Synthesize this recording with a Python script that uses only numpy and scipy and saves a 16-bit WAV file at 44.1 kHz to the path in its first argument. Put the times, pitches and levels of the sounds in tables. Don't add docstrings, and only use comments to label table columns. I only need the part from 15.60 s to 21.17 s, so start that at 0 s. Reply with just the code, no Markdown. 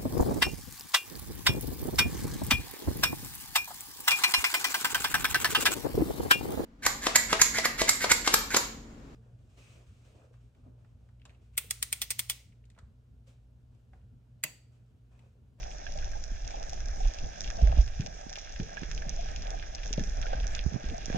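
import sys
import numpy as np
from scipy import signal
from scipy.fft import rfft, irfft, next_fast_len
from scipy.io import wavfile
from scipy.ndimage import map_coordinates

SR = 44100
rng = np.random.default_rng(int(sys.argv[2]) if len(sys.argv) > 2 else 0)


def output_pcm(signal):
    pcm = np.clip(np.atleast_2d(signal).T, -1, 1) * 32767
    wavfile.write(sys.argv[1], SR, np.round(pcm).astype(np.int16))


N = 245637


def amp(db):
    return 10 ** (np.asarray(db) / 20)


def unit(x):
    return x / np.sqrt(np.mean(x ** 2) + 1e-20)


def along(points, hz):
    f, v = np.transpose(points)
    return np.interp(np.log(hz + 1), np.log(f + 1), v)


def curves(rows):
    s, *cols = np.transpose(rows)
    return [np.interp(np.arange(N) / SR, s, c) for c in cols]


def wobble(rate):
    knots = rng.standard_normal(int(N * rate / SR) + 4)
    return map_coordinates(knots, [np.arange(N) * rate / SR])


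def filtered(x, response):
    m = 2 * next_fast_len(N // 2 + 4096)
    return irfft(rfft(x, m) * response(np.fft.rfftfreq(m, 1 / SR)), m)[..., :N]


def band(hz, lo_hz, hi_hz):
    return 1 / np.sqrt((1 + (lo_hz / (hz + 1)) ** 16) * (1 + (hz / hi_hz) ** 16))


# f/Hz, level/dB
LEFT_PORT = [(150, 27.5), (400, -21.5), (680, 0), (820, -3.5), (1150, -24.5), (1700, -23), (2500, -22.5),
             (2900, -19), (3300, -30.5), (4050, -27.5), (4800, -20), (5800, -16), (6300, -19), (6900, -25)]
RIGHT_PORT = [(150, -20.5), (520, -12), (780, 2), (1150, -24.5), (1400, -24.5), (1630, -10.5), (2100, -26),
              (2400, -17.5), (3000, -23.5), (3300, -16.5), (4100, -26.5), (5400, -18), (5800, -10.5),
              (6900, -21)]
# f/Hz, level/dB
AIR_GAP = [(6900, -1), (7300, -10.5), (9000, -23), (10000, -28), (11500, -30), (12700, -36.5)]
# f/Hz, lead/rad
LEFT_LEAD = [(20, -.2), (470, -.1), (780, -3.1), (1000, -3.4), (1150, -4), (1320, -5.7), (1500, -4.9),
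             (2000, -5.2), (2200, -6.8), (2700, -6.7), (3050, -3.6), (3400, -6.2), (4200, -9.4),
             (4750, -9.4), (5500, -2.9), (7300, 0)]


def case(hz):
    size = amp([along(port, hz) + along(AIR_GAP, hz) for port in (LEFT_PORT, RIGHT_PORT)])
    cepstrum = irfft(np.log(size[1]))
    cepstrum[1:len(hz) - 1] *= 2
    cepstrum[len(hz):] = 0
    right_phase = rfft(cepstrum).imag
    return size * np.exp(1j * (right_phase + [along(LEFT_LEAD, hz), 0 * hz]))


# f/Hz, likeness (0 to 1)
LIKENESS = [(100, .5), (400, .2), (650, .93), (850, .995), (1000, .95), (1370, .35), (1550, .82),
            (2400, .9), (3000, .4), (3200, .62), (4100, .3), (4500, .87), (5300, .35), (6400, .7),
            (7200, .25)]


def scattered(common, own):
    alike = lambda hz: np.clip(along(LIKENESS, hz), 0, 1)
    left = filtered(common, alike) + filtered(own, lambda hz: np.sqrt(1 - alike(hz) ** 2))
    return np.array([left, common])


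def crackle(rate, spread_db, hiss):
    chance, size = rng.random((2, N))
    size_db = -spread_db * np.log(size + 0.0017)
    clicks = (chance < rate / SR) * amp(size_db) * rng.standard_normal((2, N))
    common, own = unit(clicks) + hiss * rng.standard_normal((2, N))
    return scattered(common, own)


def bursts(s, hz, cycles, gains, rise, fall):
    out, t = np.zeros((2, N + SR)), np.arange(-SR // 10, SR // 10) / SR
    for k in range(len(s)):
        u = t * hz[k] / max(cycles[k], .3)
        swell = np.where(u < 0, np.exp(-(u / rise) ** 2), np.exp(-(u / (1 - rise)) ** 2))
        tone = swell * np.sin(2 * np.pi * hz[k] * t * (1 - fall[k] * np.tanh(u)) + 0.15)
        tone -= swell * tone.sum() / swell.sum()
        out[:, round(s[k] * SR):][:, :len(t)] += np.outer(gains[:, k], tone)
    return out[:, SR // 10:][:, :N]


STIR_DB, STIR_T60 = -19, 0.36


def stirring():
    t = np.arange(N) / SR
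    power = 0
    for s, left_db, right_db, hz, _ in KNOCKS:
        if hz > 100:
            level_db = min(left_db, right_db) + STIR_DB - 60 * abs(t - s) / STIR_T60
            power = power + (t > s) * amp(2 * level_db)
    return np.sqrt(power)


# t/s, level/dB
RUMBLE_LEVEL = [(0, -35), (.2, -43), (.3, -36), (.5, -29), (.66, -39.5), (.74, -32), (.8, -44.5),
                (.86, -28.5), (.93, -42.5), (1.05, -38), (1.2, -32.5), (1.4, -35), (1.47, -24.5),
                (1.55, -48.5), (1.63, -29.5), (1.75, -48.5), (1.86, -33.5), (2, -35.5), (2.08, -24),
                (2.45, -35), (2.55, -43), (2.88, -45.5), (3.04, -35), (3.13, -50), (3.3, -34), (3.9, -35),
                (4.13, -40.5), (4.47, -31.5), (4.98, -30.5), (5.19, -49), (5.28, -26), (5.37, -43),
                (5.5, -33.5), (5.57, -34.5)]
# t/s, level/dB
SLOSH_LEVEL = [(0, -56), (.6, -60), (1.35, -57), (1.85, -51), (2.4, -55), (2.8, -60.5), (3.7, -50.5),
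               (4.1, -57.5), (4.8, -52), (5.57, -52.5)]
# f/Hz, level/dB (per Hz)
RUMBLE_SPECTRUM = [(7.1, -31), (12, 3.5), (38, 5), (63, -5), (86, -18.5), (130, -21.5), (170, -42),
                   (290, -120)]
SLOSH_SPECTRUM = [(41, -35.5), (70, -8.5), (100, -13.5), (154, -10), (317, -26), (466, -19.5), (600, -45.5),
                  (780, -39), (1320, -120)]
THROB_DB = 1
SLOSH_FOLLOWS = 0.25


def flow():
    rumble_db = curves(RUMBLE_LEVEL)[0]
    slosh_db = curves(SLOSH_LEVEL)[0] + SLOSH_FOLLOWS * (rumble_db - rumble_db.mean())
    slosh_db += 0.83 * wobble(5.29)
    a, b, c, d = rng.standard_normal((4, N))
    deep_noise = np.array([a + 0.13 * b, a - 0.27 * b])
    deep = unit(filtered(deep_noise, lambda hz: amp(along(RUMBLE_SPECTRUM, hz))))
    deep = unit(deep / (abs(signal.hilbert(deep[0])) + .5) ** 0.25)
    balance_db = [[-.8], [.8]]
    rumble = amp(rumble_db + THROB_DB * wobble(8)) * deep * amp(balance_db)
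    lumps = amp(3.8 * np.array([wobble(22), wobble(22.01)]) + 0.5 * wobble(7.1))
    slosh_noise = np.array([c + 0.58 * d, c - 0.37 * d])
    slosh = unit(lumps * filtered(slosh_noise, lambda hz: amp(along(SLOSH_SPECTRUM, hz))))
    return rumble + (amp(slosh_db) + stirring()) * slosh


# t/s, level/dB
REEF = [(0, -53), (.5, -52.5), (1.1, -52.5), (1.9, -52), (2.05, -52.5), (2.55, -56), (2.78, -54),
        (2.9, -53), (3.5, -52.5), (4.15, -53.5), (4.45, -52.5), (5, -53), (5.45, -54), (5.57, -50)]
# from f/Hz, to f/Hz
COLOUR_BANDS = [(1200, 2270), (2140, 4570), (3800, 7150), (7100, 9100), (9400, 13000)]
DULL_DB, DULL_DB_PER_S, DULL_FOLLOWS = -5, 0.88, 0.14


def far_crackle():
    level_db = curves(REEF)[0]
    trickle_db = curves(TRICKLE)[0]
    dull_db = DULL_DB + DULL_DB_PER_S * np.arange(N) / SR
    dull_db += DULL_FOLLOWS * (trickle_db - trickle_db.mean())
    # offset/dB, hiss share, swells/dB
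    settings = ((dull_db + 33.5, 1.6, 2.0), (0.99 * dull_db + 31.0, 1.32, 2.7),
                (27.36, 0.82, 1.35), (25.8, 1.6, 3.6), (25.6, 1.6, 3.4))
    out = np.zeros((2, N))
    for (lo_hz, hi_hz), (offset_db, hiss, swell_db) in zip(COLOUR_BANDS, settings):
        heard = lambda hz: case(hz) * band(hz, lo_hz, hi_hz)
        swells = amp(swell_db * (wobble(16) + 0.1 * wobble(9.9)))
        far = crackle(rate=500, spread_db=3.5, hiss=hiss) * swells
        out += filtered(unit(far) * amp(level_db + offset_db), heard)
    return out


# t/s, level/dB
TRICKLE = [(0, -51.5), (.11, -49.5), (.55, -49.5), (.8, -53), (.99, -42.5), (1.1, -49.5), (1.55, -49.5),
           (1.8, -48), (1.98, -45), (2.2, -42), (2.24, -53.5), (2.6, -51), (3.4, -50.5), (3.75, -47.5),
           (4.3, -49.5), (4.4, -46), (4.51, -51.5), (4.62, -45), (4.74, -43.5), (4.9, -48.5), (5.28, -47),
           (5.5, -49.5), (5.57, -34.5)]
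# peak t/s, level/dB, pitch f/Hz, length/cycles
BUBBLES = [(0.267, -35, 1654, 12), (0.357, -38.5, 613, 11.6), (0.375, -36.5, 786, 9.3),
           (0.431, -40, 1630, 18), (0.54, -42, 1605, 17), (0.556, -35, 833, 13), (0.906, -36, 806, 3.7),
           (0.943, -33.5, 826, 9.3), (0.991, -48, 810, 7.5), (1.131, -31.5, 746, 5.4),
           (1.408, -30, 756, 11), (1.456, -29, 764, 4.7), (1.992, -30, 700, 6.6), (2.013, -29.5, 690, 6.6),
           (2.077, -30.5, 660, 7.3), (2.105, -38, 784, 7.6), (2.126, -24.5, 780, 4.4),
           (2.183, -38, 854, 7.8), (2.464, -34, 670, 3.5), (2.718, -36, 760, 5.2), (2.777, -32, 790, 2.6),
           (3.176, -31, 1670, 19), (3.423, -37.5, 1750, 17), (3.593, -33, 694, 11.3),
           (3.857, -33.5, 701, 5.7), (3.944, -31.5, 747, 7.4), (4.381, -26, 620, 3.4),
           (4.396, -36, 1720, 14), (4.641, -42, 1520, 13), (4.658, -40, 1430, 14), (4.67, -37, 513, 1.4),
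           (4.733, -22.5, 670, 2.1), (4.739, -34, 1590, 14), (4.856, -45, 1620, 5.5), (4.871, -42, 1620, 9),
           (4.971, -37, 1610, 4.4), (5.344, -34, 683, 12), (5.362, -37, 710, 9.5), (5.5, -25.5, 500, 1.1)]


def bubbles():
    s, db, hz, cycles = np.transpose(BUBBLES)
    low = lambda f: case(f) * band(f, 305, 1430)
    trickle = unit(filtered(crackle(rate=500, spread_db=-0.5, hiss=0.52), low))
    trickle = trickle * amp(curves(TRICKLE)[0] + 1.22 * wobble(25))
    pops = bursts(s, hz, cycles, amp([db, db]), rise=0.18, fall=0 * hz)

    def shared(f):
        ports = case(f)
        return ports / abs(ports).max(axis=0) * np.exp(-1j * np.angle(ports[1]))

    return trickle + filtered(pops, shared)


def snap(t60, bounce):
    t = np.arange(900) / SR
    out = 0.076 * rng.standard_normal((2, len(t))) * amp(-60 * t / t60)
    out[:, 24] = 1
    out[:, 24 + round(bounce * SR)] = -.4 * amp(rng.normal(0, 3.7))
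    return out


# t/s, peak level/dB, then level/dB against that peak of 2.3-4.3 kHz, of 1.2-2.3 kHz
# and of 9-12 kHz (before the band offsets), left minus right level/dB
SNAPS = [(0.0307, -37, -2, -5.5, -37, -7), (0.115, -43.5, 1, -8, -35, -11),
         (0.2666, -42.5, 4.5, -2, -52, -13), (0.359, -42, -16, -17, -45, -3.5),
         (0.3877, -36.5, -1.5, -14, -51, -5), (0.4252, -41, -24, -3, -47, -10),
         (0.445, -36, -11, -17, -47, -4), (0.5167, -37.5, -27, -21, -29, 2), (0.5339, -49, -19, 7, -51, -5),
         (0.6392, -32.5, -21, -20, -38, -9), (0.9078, -36, -11, -10, -48, -1),
         (0.9562, -41, -27, -35, -47, 4), (1.029, -33, -9, -17, -38, -6), (1.0957, -32, -18, -16, -25.5, 1),
         (1.1324, -34, -7, -30, -30, -9), (1.2044, -35.5, -16, -9, -49, -7),
         (1.2587, -36.5, -34, -15, -49, -11), (1.285, -33.5, -36, -23, -45, 1),
         (1.4037, -39, -12, -16, -52, -7), (1.4735, -37.5, -24, -33, -47, -11),
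         (1.5374, -34, -13, -17, -47, -9), (1.587, -34, -2.5, -28, -39, -7),
         (1.8073, -23.5, -31, -22, -38, -9), (1.8436, -33.5, -1, -30, -42, -12),
         (1.8763, -35.5, 0, -14, -48, -12), (1.9026, -28.5, -15, -6.5, -44, -5.5),
         (2.0727, -33.5, -16.5, -3.5, -53, -4.5), (2.1178, -39.5, 0, -1.5, -47, -2.5),
         (2.2098, -37, -11, -33, -31, -5), (2.263, -39, -25, -22, -35.5, -6),
         (2.278, -37, -3.5, -12, -37, -9), (2.3917, -41, -4, -3, -51, -7),
         (2.4077, -32.5, -5, -14, -69, -6.5), (2.42, -45.5, 0, 3, -54, -10.5),
         (2.4625, -28.5, -6.5, -17.5, -64, -5), (2.6955, -35.5, -11, -12, -52, -9),
         (2.7288, -31, -15, -17, -48, -8), (2.7571, -33.5, 2.5, -8, -26, -7.5),
         (2.7853, -34, -3.5, -13, -36.5, -10), (2.924, -36, -23, -28, -52, -5.0),
         (2.9615, -37, -3, -2, -54, -4), (3.0005, -44.5, 7, 5.5, -51, -8),
         (3.1705, -51.5, -1, 8.5, -58, -35.5), (3.2338, -35, -2.5, -6, -48, -5),
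         (3.3143, -29, -10, -7.5, -42, -9), (3.3775, -33.5, -1.5, -27, -56, -11),
         (3.4211, -38, -5, -0.5, -43, -6), (3.4938, -26, -24, -34, -37.5, -11.5),
         (3.6876, -42.5, 2, -1, -50, -8), (3.716, -39, -20, -13, -47, -9),
         (3.7617, -31.5, -3, -20, -51, -4.5), (3.8222, -34, -11, -18, -46, -4),
         (3.905, -32, -14, -26.5, -35, -13), (4.0259, -44, 4.5, 5.5, -44, -4),
         (4.15, -28, -15, -28, -61, 3), (4.1828, -40.5, -3, -4, -53, 2), (4.2339, -43.5, 8, -1, -53, -6),
         (4.2588, -36.5, -9, -10, -52, -13), (4.329, -21, -14.5, -23, -59, -8.5),
         (4.336, -27, -7, -23, -69, -8.5), (4.376, -44, 8.5, -21, -59, -8.5),
         (4.3951, -32, -4.5, -20, -63, -8), (4.438, -33, -18, -20, -43, -7),
         (4.6152, -31, -24, -9, -38, -10), (4.627, -40, 7.5, 0.5, -51, -9), (4.667, -41, 3, 3, -52, -7),
         (4.731, -42.5, 4, 1, -50, -9), (4.801, -42, 6, -18, -50, -10), (4.8325, -52, 12.5, -12, -50, -8),
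         (4.842, -44.5, -4, 2.5, -49, -18), (4.8688, -34, -16, -17, -61, -20),
         (4.9505, -26, -3.5, -28, -61, -8), (5.135, -39, -18, -7, -52, -10),
         (5.2882, -39.5, -6, -30, -39, -12), (5.458, -27.5, -34, -39, -49, -10),
         (5.4988, -49, 8, 9.5, -48, -14), (5.528, -44, 0, 1, -56, -20)]


def near_snaps():
    s, db, mid_db, low_db, top_db, pan_db = np.transpose(SNAPS)
    bounce = rng.uniform(0.0055, 0.0099, len(s))
    bright_db = 10 * np.log10(np.clip(1 - amp(2 * mid_db) - amp(2 * low_db), .12, 1))
    # level/dB of every snap, echo t60/s
    settings = ((low_db, 0.043), (mid_db, 0.06), (bright_db, 0.014),
                (.5 * top_db - 11.5, 0.048), (top_db + 10.5, 0.021))
    out = np.zeros((2, N))
    for (lo_hz, hi_hz), (rel_db, t60) in zip(COLOUR_BANDS, settings):
        heard = lambda hz: case(hz) * band(hz, lo_hz, hi_hz)
        ring = filtered(np.arange(N) == 500, heard)[:, :2000]
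        blows = np.zeros((2, N + SR))
        for k in range(len(s)):
            click = snap(t60, bounce[k])
            sides = amp((db + rel_db)[k] + np.array([[.5], [-.5]]) * pan_db[k])
            blows[:, round(s[k] * SR):][:, :click.shape[1]] += sides * click
        out += filtered(blows[:, :N], heard) / abs(ring).max(axis=1, keepdims=True)
    return out


# peak t/s, left level/dB, right level/dB, pitch at the peak f/Hz, length/cycles
KNOCKS = [(0.243, -47, -67, 170, 3.4), (0.72, -57, -36.5, 194, 2), (1.64, -60, -33.5, 188, 1.7),
          (1.981, -32.5, -52, 147, 1.8), (2.028, -24.5, -18, 122, 1.7), (2.034, -13, -8.5, 58.8, 2.03),
          (2.074, -18, -16.5, 53.1, 3.3), (2.105, -31, -27, 110, 2.3), (2.143, -26, -22, 61.4, 3.7),
          (2.176, -54, -20, 145.5, 0.57), (2.193, -12, -7.5, 53, 1.75), (2.234, -35, -25.5, 58.2, 3.2),
          (2.4, -19.5, -21, 130, 1.25), (2.486, -66, -36, 160, 1.4), (2.668, -58, -27, 167, 0.51),
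          (3.001, -21, -23, 155, 0.89), (3.011, -33, -26, 128, 1), (3.222, -51, -27.5, 173, 1.2),
          (3.233, -38, -25, 203, 0.5), (3.469, -62, -32.5, 185, 3.4), (4.309, -28, -31, 210, 0.5),
          (4.381, -20.5, -22.5, 172, .97), (4.387, -26.5, -31, 145, 1.2), (4.396, -23, -31, 168, 0.55),
          (4.412, -28.5, -31.5, 225, 4.2), (4.752, -45, -35, 179, 1.7), (5.065, -42, -17, 157, 1.55),
          (5.065, -31, -18.5, 66, 2.4), (5.126, -44, -30.5, 188, 2.9), (5.145, -59, -19, 124, 1.04),
          (5.154, -36, -29.5, 198, 0.74), (5.162, -46, -19.5, 170, 1.3), (5.242, -31.5, -35, 237, 1.2),
          (5.324, -39.5, -43.5, 288, 8.4), (5.414, -49, -46, 200, 0.87), (5.483, -28, -32, 209, 0.63),
          (5.502, -28, -30, 214, 1.6), (5.548, -50, -18, 176, 1.1), (5.564, -25, -40, 202, 1.8)]
TICK_DB, TICK_DB_PER_OCTAVE, TICK_DB_PER_CYCLE, PORT_HIT_DB = -24, 6.5, -2.5, 19.5


def knocks():
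    s, left_db, right_db, hz, cycles = np.transpose(KNOCKS)
    port_hit = right_db - left_db > 12
    tick_db = TICK_DB + TICK_DB_PER_OCTAVE * np.log2(hz / 170)
    tick_db += TICK_DB_PER_CYCLE * cycles + PORT_HIT_DB * port_hit
    gains = amp([left_db, right_db])
    blows = np.zeros((2, N))
    blows[:, np.round((s - .3 / hz) * SR).astype(int)] = -gains * amp(tick_db)
    u = np.arange(600) / SR / 0.0006
    tick = 3.9 * u * (1 - .5 * u) * np.exp(-u)
    ticks = signal.fftconvolve(blows, tick[None], axes=1)[:, :N]
    pushes = bursts(s, hz, cycles, gains, rise=0.27, fall=0.32 * np.clip(hz / 150, 0, 1) ** 2)
    return pushes + ticks


def scene():
    return flow() + far_crackle() + bubbles() + near_snaps() + knocks()


TOP_HZ = 12850


def record(dry):
    return filtered(dry, lambda hz: hz < TOP_HZ)


dry = scene()
out = record(dry)
output_pcm(out)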